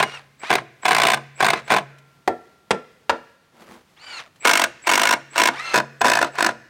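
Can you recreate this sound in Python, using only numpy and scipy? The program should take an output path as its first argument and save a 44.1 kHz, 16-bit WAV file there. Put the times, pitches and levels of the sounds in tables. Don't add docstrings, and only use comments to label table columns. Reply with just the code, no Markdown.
import sys
import numpy as np
from scipy import signal
from scipy.fft import rfft, irfft
from scipy.io import wavfile
from scipy.ndimage import uniform_filter1d, minimum_filter1d

SR = 44100
rng = np.random.default_rng(int(sys.argv[2]) if len(sys.argv) > 2 else 0)


def log_audio(samples):
    frames = np.atleast_2d(samples).T
    limited = np.clip(frames, -1, 1)
    pcm = np.round(limited * 32767).astype(np.int16)
    wavfile.write(sys.argv[1], SR, pcm)


N = 295029
T = np.arange(N) / SR


def undb(db):
    return 10 ** (np.asarray(db) / 20)


def unit(x):
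    return x / np.sqrt(np.mean(x ** 2))


def attack_unit(x, size=441):
    return x / np.sqrt(np.mean(x[:size] ** 2))


def fade(t, t60):
    return np.exp(-np.log(1000) * t / t60)


def add(out, s, x):
    i = max(int(s * SR), 0)
    out[i:i + len(x)] += x[:max(N - i, 0)]


def band(x, hz, kind, order=2):
    sos = signal.butter(order, np.clip(hz, 1, SR / 2 - 1), kind, fs=SR, output="sos")
    return signal.sosfilt(sos, x)


def colour(x, points, size=2048):
    hz, db = np.transpose(points)
    bin_hz = np.arange(size // 2 + 1) * SR / size
    log_gain = np.log(undb(np.interp(np.log(bin_hz + 1), np.log(hz), db)))
    cepstrum = irfft(log_gain)[:size // 2]
    cepstrum[1:] *= 2
    response = irfft(np.exp(rfft(cepstrum, size)))
    return signal.fftconvolve(x, response)[:len(x)]


def resonate(x, peaks):
    out = 0
    for hz, width, db in peaks:
        b, a = signal.iirpeak(hz, hz / (width + hz / 60), SR)
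        out = out + undb(db) * signal.lfilter(b, a, x)
    return out


def ring(modes, t):
    out = 0
    for hz, db, t60 in modes:
        out = out + undb(db) * fade(t, t60) * np.sin(2 * np.pi * hz * t + rng.uniform(0, 2 * np.pi))
    return out


def walk(rate):
    return unit(band(rng.standard_normal(N), rate, "low"))


def burst(t, hold_s, t60):
    return rng.standard_normal(len(t)) * fade(np.maximum(t - hold_s, 0), t60)


# (frequency [Hz], relative level [dB])
AIR_COLOUR = [(25, -26.5), (60, -7.5), (150, 0), (400, -9), (1100, -10.5), (3800, -17), (15000, -30.5)]


def quiet_air(level_db=-60):
    air = unit(colour(rng.standard_normal(N), AIR_COLOUR))
    return air * undb(level_db + 1.0 * walk(3.6))


def echo(x):
    t = T[:SR + SR // 2]
    near_noise = burst(t, .01, 0.22) * (t > .012)
    near = colour(near_noise, [(100, 13.5), (500, 8.5), (2000, -6), (5000, -7.0), (9000, -5.5), (15000, -20.5)])
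    tree_noise = burst(t, .05, 0.9) * (t > .05)
    trees = colour(tree_noise, [(100, -3), (450, 2), (900, -10), (1900, 0.5), (3500, -5.0), (7000, -5.5),
                                (15000, -40)])
    response = (undb(-15) * unit(near) + undb(-30.5) * unit(trees)) / np.sqrt(len(t))
    return undb(-3.5) * signal.fftconvolve(x, response)[:N]


# (time [s], relative level [dB])
SHUFFLE = [(3.52, -67), (3.585, -56.5), (3.625, -50), (3.66, -58), (3.70, -48), (3.755, -50), (3.84, -67)]
# (frequency [Hz], relative level [dB])
SHUFFLE_COLOUR = [(59, -32), (100, -48.5), (169, -12), (231, 2.5), (279, -24), (337, 1), (383, -6.5),
                  (962, -8.5), (1260, -10), (15000, -35)]


def shuffle():
    s, db = np.transpose(SHUFFLE)
    grains = rng.standard_normal(N) * undb(2.1 * walk(137))
    level = undb(np.interp(T, s, db) + 3.5)
    return unit(colour(grains, SHUFFLE_COLOUR)) * level * (T > s[0]) * (T < s[-1])


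# (time [s], level [dB], centre frequency [Hz])
TAPS = [(0.396, -55, 1450), (1.984, -53.5, 1300), (3.615, -53, 326), (3.693, -49, 190), (3.743, -50, 550),
        (4.359, -56, 1450)]


def taps():
    t, out = T[:SR // 10], np.zeros(N)
    for s, db, hz in TAPS:
        tap = band(burst(t, 0.0045, .05), [hz / 2, hz * 2], "bandpass", order=1)
        add(out, s, undb(db) * attack_unit(tap))
    return out


# (time [s], contact level [dB], relative metal ring level [dB])
KNOCKS = [(2.276, -9, -6), (2.707, -8.5, -3.5), (3.095, -6, -6.5)]
# (frequency [Hz], relative level [dB])
KNOCK_COLOURS = [
    [(35, -72), (60, -39.5), (372, -10.5), (551, -11.5), (695, -1), (1240, -24), (1920, -18), (2840, -33.5),
     (3420, -30.5), (15000, -54.5)],
    [(35, -65), (60, -29), (120, -25.5), (170, -12), (428, 1.5), (960, -2.5), (1240, -8.5), (2360, -11.5),
     (2530, -10), (3270, -18), (8820, -30.5), (15000, -55)],
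    [(35, -59), (60, -25), (120, -25), (170, -15), (450, -6), (695, -1.5), (1010, 1), (1210, -10),
     (1360, 1), (1560, -3.5), (2780, -12), (7000, -27), (15000, -46)],
]
# (frequency [Hz], level before the high-pass [dB], t60 [s])
BOARD_MODES = [(163, -42, .35), (246, -33, .25), (335, -33, .25), (385, -26, .08), (452, -27, .28),
               (495, -21, .07), (570, -29, .18), (690, -19, .06), (870, -27, .1), (974, -24, .12)]
# (frequency [Hz], relative level [dB], t60 [s])
SQUARE_MODES = [(1362, -23, 0.29), (1349, -27, 0.36), (1710, -35.5, 0.25), (1790, -31, 0.29),
                (2080, -34, 0.089), (2620, -38, 0.13), (3300, -38.5, 0.17), (6700, -44.5, 0.094),
                (8150, -54, 0.19), (8295, -54.5, 0.26)]
# (frequency [Hz], level [dB], t60 [s])
SQUARE_HUM = [(1374, -56, 2.2)]


def knocks(lifted_s=1.9):
    t, out = T[:SR], np.zeros(N)
    for (s, db, metal_db), points in zip(KNOCKS, KNOCK_COLOURS):
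        dull_tail = band(burst(t, 0.018, 0.23), 3400, "low", order=1)
        contact = burst(t, 0.0061, 0.03) + undb(-23.5) * dull_tail
        add(out, s, undb(db) * attack_unit(colour(contact, points)))
        rings = ring(BOARD_MODES, t) + undb(metal_db) * ring(SQUARE_MODES, t) + ring(SQUARE_HUM, t)
        add(out, s, band(rings * np.minimum(t / .002, 1), 130, "high"))
    add(out, lifted_s, ring(SQUARE_HUM, t) * np.minimum(t / 0.035, 1))
    return out


# (multiple of the rotor speed, relative level at the far joint [dB],
# relative level held in the air [dB], relative level turning a screw [dB], pitch wobble [share])
WHINE = [(3, -5.5, -4.5, 1, .002), (4.67, -12, -3, 1, 0.005), (6, -0.5, -1.5, -1, .001),
         (9.3, -25, 1.5, -4.5, 0.028), (12, -14, -28, -20, .004), (14, -28.5, -17, -11.5, .008),
         (15, -35, -11.5, -29, 0.0088), (18.2, -22.5, -17.5, -21, 0.0087)]
_, FAR_WHINE_DB, AIR_WHINE_DB, SCREW_WHINE_DB, _ = np.transpose(WHINE)


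def motor(rotor_hz, whine_db, rattle_db):
    turns = np.cumsum(rotor_hz * (1 + .007 * walk(250))) / SR
    play = np.cumsum(rotor_hz * walk(400)) / SR
    whine = 0
    for (multiple, *_, wobble), db in zip(WHINE, whine_db):
        partial = np.sin(2 * np.pi * multiple * (turns + wobble * play))
        whine = whine + undb(db) * (1 + 0.4 * walk(43)) * partial
    rattle = rng.standard_normal(N) * (1 + 1.2 * np.sin(2 * np.pi * turns)) * undb(2 * walk(90))
    rattle = colour(rattle, [(150, -19), (500, -6.5), (900, 1.5), (2300, 1.5), (3100, -4.0), (4400, -7.5),
                             (6000, -14), (9000, -20), (15000, -40.5)])
    return unit(unit(whine) + undb(rattle_db) * unit(rattle))


def spin(curve, whine_db, rattle_db):
    s, hz, db = np.transpose(curve)
    running = motor(np.interp(T, s, hz), whine_db, rattle_db)
    return running * undb(np.interp(T, s, db)) * (T >= s[0]) * (T < s[-1])


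# (time [s], rotor speed [Hz], level [dB])
SPIN_FAR = [(0, 456.5, -27.5), (.06, 483, -36.5), (.1, 474, -37), (.15, 475, -35.5), (.18, 432, -37.5),
            (.2, 292.5, -48), (.25, 116, -60)]
# (time [s], rotor speed [Hz], level [dB])
SPIN_IN_AIR = [(3.965, 300, -56), (4.0, 456.6, -49.5), (4.025, 488, -43.5), (4.06, 507, -42),
               (4.11, 489.5, -36), (4.185, 443.4, -33.5), (4.205, 332.4, -34), (4.23, 198, -45.5),
               (4.28, 120, -52.5)]
# (time [s], rotor speed [Hz], level [dB])
SPIN_SCREW = [(5.5, 231.3, -52), (5.54, 265.6, -34.5), (5.58, 379, -32), (5.6, 409, -27.5),
              (5.62, 445, -32), (5.66, 451.6, -29.5), (5.735, 441.7, -28), (5.8, 416, -34)]


def free_running():
    return (spin(SPIN_FAR, FAR_WHINE_DB, rattle_db=0)
            + spin(SPIN_IN_AIR, AIR_WHINE_DB, rattle_db=0.0)
            + spin(SPIN_SCREW, SCREW_WHINE_DB, rattle_db=-3.0))


# (pressed at time [s], released at time [s], relative whistle and growl level [dB])
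PULLS = [(.39, 0.586, -47.5), (0.818, 1.149, -42.5), (1.353, 1.592, -47.5), (1.643, 1.793, -53),
         (4.399, 4.654, -42.5), (4.818, 5.141, -44.5), (5.302, 5.499, -46.5), (5.994, 6.269, -43),
         (6.313, 6.503, -54)]


def pulls(rise_s=0.046, coast_t60=.15, switch_hz=7750, rotor_hz=430):
    t, speed, torque, whistle = T[:SR // 2], np.zeros(N), np.zeros(N), np.zeros(N)
    for pressed, released, db in PULLS:
        held_s = released - pressed
        run_up = (1 - np.exp(-(t / rise_s) ** 2)) * fade(np.maximum(t - held_s, 0), coast_t60)
        add(speed, pressed, run_up)
        add(torque, pressed, undb(db) * run_up * (1 - run_up) * (t < held_s))
        beat = 2 * np.pi * np.cumsum(rotor_hz * np.sqrt(run_up)) / SR
        carrier = 2 * np.pi * switch_hz * t
        tone = np.sin(carrier + beat) + .5 * np.sin(carrier - beat)
        add(whistle, pressed, undb(db) * tone * np.minimum(t / .01, 1) * np.exp(-(t / .06) ** 2))
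    running = motor(rotor_hz * speed, SCREW_WHINE_DB, rattle_db=3.0)
    growl = unit(resonate(running, [(2280, 130, 0)]))
    return whistle + undb(-33.0) * speed ** 1.28 * running + undb(14.5) * torque * growl


# (first blow at time [s], last blow at time [s], rate [blows/s], speed-up [share by which
# the first gaps are longer and the last ones shorter], relative level [dB], first blow against the rest [dB],
# relative treble [dB], time the hammer keeps bouncing [s])
RUNS = [(0, 0.026, 37, 0, -3.5, 0.5, 0.5, .04), (.503, 0.552, 40, -0.025, -3, 2.5, -1, .04),
        (0.854, 0.907, 36, -0.0075, 0, -1.5, 4.5, .07), (0.929, 1.134, 58.5, 0.046, -3, -2, 6.5, 0),
        (1.405, 1.502, 51, 0.048, -3, -3.5, -0.5, .05), (1.703, 1.762, 52, -0.32, -2.5, -1, -0.5, .07),
        (4.451, 4.637, 48.4, -0.013, -1.5, 4.5, 5.5, .05), (4.87, 5.125, 50.8, .12, -3, -2, 3, .08),
        (5.358, 5.473, 53, .03, -3, -9, 0.5, .05), (5.742, 5.776, 57, -.3, -2, 4.5, 4, .05),
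        (6.045, 6.189, 55, -0.023, -3.5, 3, 5, .045), (6.384, 6.464, 50.6, 0.052, -1.5, -5.5, 6, .01)]
# (time [s], relative level [dB], treble [dB])
STRAYS = [(.433, -20.5, -17), (.582, -12.5, -24), (.831, -22.5, -20), (1.142, -7, 9), (1.172, -16.5, -10),
          (1.533, -5, -5.5), (1.557, -20, -14), (1.678, -24, 3), (1.783, -9, -3), (5.134, -3, -4),
          (5.484, -3, -10), (5.799, -7.5, -5), (6.014, 2.5, -2), (6.214, 0.5, -4), (6.225, -1, -4),
          (6.244, -10.5, -1), (6.354, -24, 2), (6.489, -7, -10)]
JITTER_S, SCATTER_DB, TREBLE_SCATTER_DB = .0005, 1, 3.2
FIRST_TREBLE_DB = -6.5
REBOUND_S, REBOUND_DB = .007, -4


def hammering():
    blows = list(STRAYS)
    for first, last, rate, speed_up, db, first_db, treble_db, bounces_s in RUNS:
        along = np.linspace(0, 1, round((last - first) * rate) + 1)
        since = (last - first) * along * (1 + speed_up * (1 - along))
        chance = rng.standard_normal((len(since), 4))
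        for t, (late, hard, bright, bounce) in zip(since, chance):
            s = first + t + JITTER_S * late
            level = db + SCATTER_DB * hard + first_db * (t == 0)
            treble = treble_db + TREBLE_SCATTER_DB * bright + FIRST_TREBLE_DB * (t == 0)
            blows.append((s, level, treble))
            if t < bounces_s:
                blows.append((s + REBOUND_S * np.exp(.15 * bounce), level + REBOUND_DB, treble))
    return np.array(blows)


# (frequency [Hz], relative level [dB], t60 [s])
FRAME_MODES = [(67, -34, 1.8), (122.5, -14.5, 0.81), (138.8, -10, 1.1), (163, -10.5, 0.27),
               (226.5, 4, 0.27), (333.3, -3.5, 0.37), (474, -1, .4)]


def hammer(blows, points, peaks, clank_db, ring_db, frame_db):
    t, out, push = T[:SR // 7], np.zeros(N), np.zeros(N)
    jaws = burst(t, .0045, .018)
    for s, db, treble_db in blows:
        contact = (.3 * jaws + burst(t, .004, .018)) * np.minimum(t / .0012, 1)
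        contact = contact + undb(-9.5) * band(burst(t, .005, .07), 3200, "low")
        clank = attack_unit(colour(contact, points))
        ringing = attack_unit(resonate(contact, peaks))
        blow = undb(clank_db) * clank + undb(ring_db) * ringing
        blow = blow + (undb(treble_db) - 1) * band(blow, 2200, "high", order=1)
        add(out, s, undb(db) * attack_unit(blow))
        scrape = attack_unit(colour(burst(t, .004, .02), points))
        add(out, s - rng.uniform(.003, .007), undb(db - 17) * scrape)
        add(push, s, undb([db]) * rng.choice([-1, 1]))
    frame_ring = signal.fftconvolve(push, ring(FRAME_MODES, T[:SR]))[:N]
    return out + undb(frame_db) * frame_ring


# (frequency [Hz], relative level [dB])
FAR_COLOUR = [(53, -52.5), (90, -35), (130, -13.5), (266, -16.5), (410, -5.5), (543, -16.5), (690, 5),
              (1240, -11), (1570, 0), (1790, -9), (2170, -4), (6150, -27), (8700, -23), (10500, -38.5),
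              (16000, -54)]
NEAR_COLOUR = [(53, -95), (90, -79), (176, -43), (219, -4.5), (352, 2.5), (393, -8), (675, 2), (820, 0.5),
               (997, 7), (1130, 2), (1610, 4), (2640, -3.5), (3280, -7.5), (8890, -13.5), (10300, -26.5),
               (14800, -25), (16000, -29)]
MIDDLE_COLOUR = [(53, -38), (90, -32), (330, -3.5), (488, -5.5), (705, 1), (856, 0), (997, -7), (1130, -4),
                 (1710, 4), (1950, -10), (2530, -7), (3010, -14.5), (7970, -19), (14300, -45.5),
                 (16000, -53)]
# (frequency [Hz], width before the hand's damping [Hz],
# relative level [dB])
FAR_PEAKS = [(668, 180, -1), (1019, 74, 13), (1485, 32, 0.5), (2080, 13, 1.5), (2906, 6.9, -2.5),
             (3180, 150, -11), (3400, 54, 0), (3950, 100, -28), (4870, 150, -32), (8400, 75, -15),
             (8160, 65, -10.5)]
NEAR_PEAKS = [(702, 14, 9), (1000, 57, 10), (1450, 17, 6), (1580, 13, 6.5), (2160, 22, 8.5),
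              (2670, 72, 0.5), (3400, 57, -13), (5460, 33, -3), (6260, 69, -37), (7940, 90, -13),
              (8550, 170, -37)]
MIDDLE_PEAKS = [(700, 13, 0.5), (989, 37, 7.5), (1450, 71, -4.5), (1720, 24, -6), (2484, 38, -8.5),
                (3490, 19, -9), (4230, 200, -19), (5010, 65, -19), (6060, 200, -30), (7680, 180, -20.5)]
JOINT_CHANGES_S = [4, 5.7]


def screws():
    blows = hammering()
    joint = np.searchsorted(JOINT_CHANGES_S, blows[:, 0])
    far, near, middle = (blows[joint == k] for k in range(3))
    return (undb(-10.0) * hammer(far, FAR_COLOUR, FAR_PEAKS, clank_db=8.5, ring_db=5, frame_db=-30.0)
            + undb(-10.0) * hammer(near, NEAR_COLOUR, NEAR_PEAKS, clank_db=8, ring_db=5.0, frame_db=-36.5)
            + undb(-11) * hammer(middle, MIDDLE_COLOUR, MIDDLE_PEAKS, clank_db=5.5, ring_db=4, frame_db=-29.0))


def scene():
    by_hand = knocks() + shuffle() + taps()
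    driver = screws() + pulls() + free_running()
    echoes = echo(driver + undb(-1) * by_hand)
    return (quiet_air() + echoes + by_hand + driver)[None]


def record(dry, ceiling=0.65, release_db_per_s=450, size=89, top_hz=16000):
    over_db = 20 * np.log10(np.maximum(np.abs(dry) / ceiling, 1))
    recovery_db = release_db_per_s * T
    gain = undb(recovery_db - np.maximum.accumulate(over_db + recovery_db, axis=-1))
    gain = uniform_filter1d(minimum_filter1d(gain, size), size)
    top_cut = signal.ellip(10, .2, 80, top_hz, fs=SR, output="sos")
    return signal.sosfilt(top_cut, dry * gain)


dry = scene()
out = record(dry)
log_audio(out)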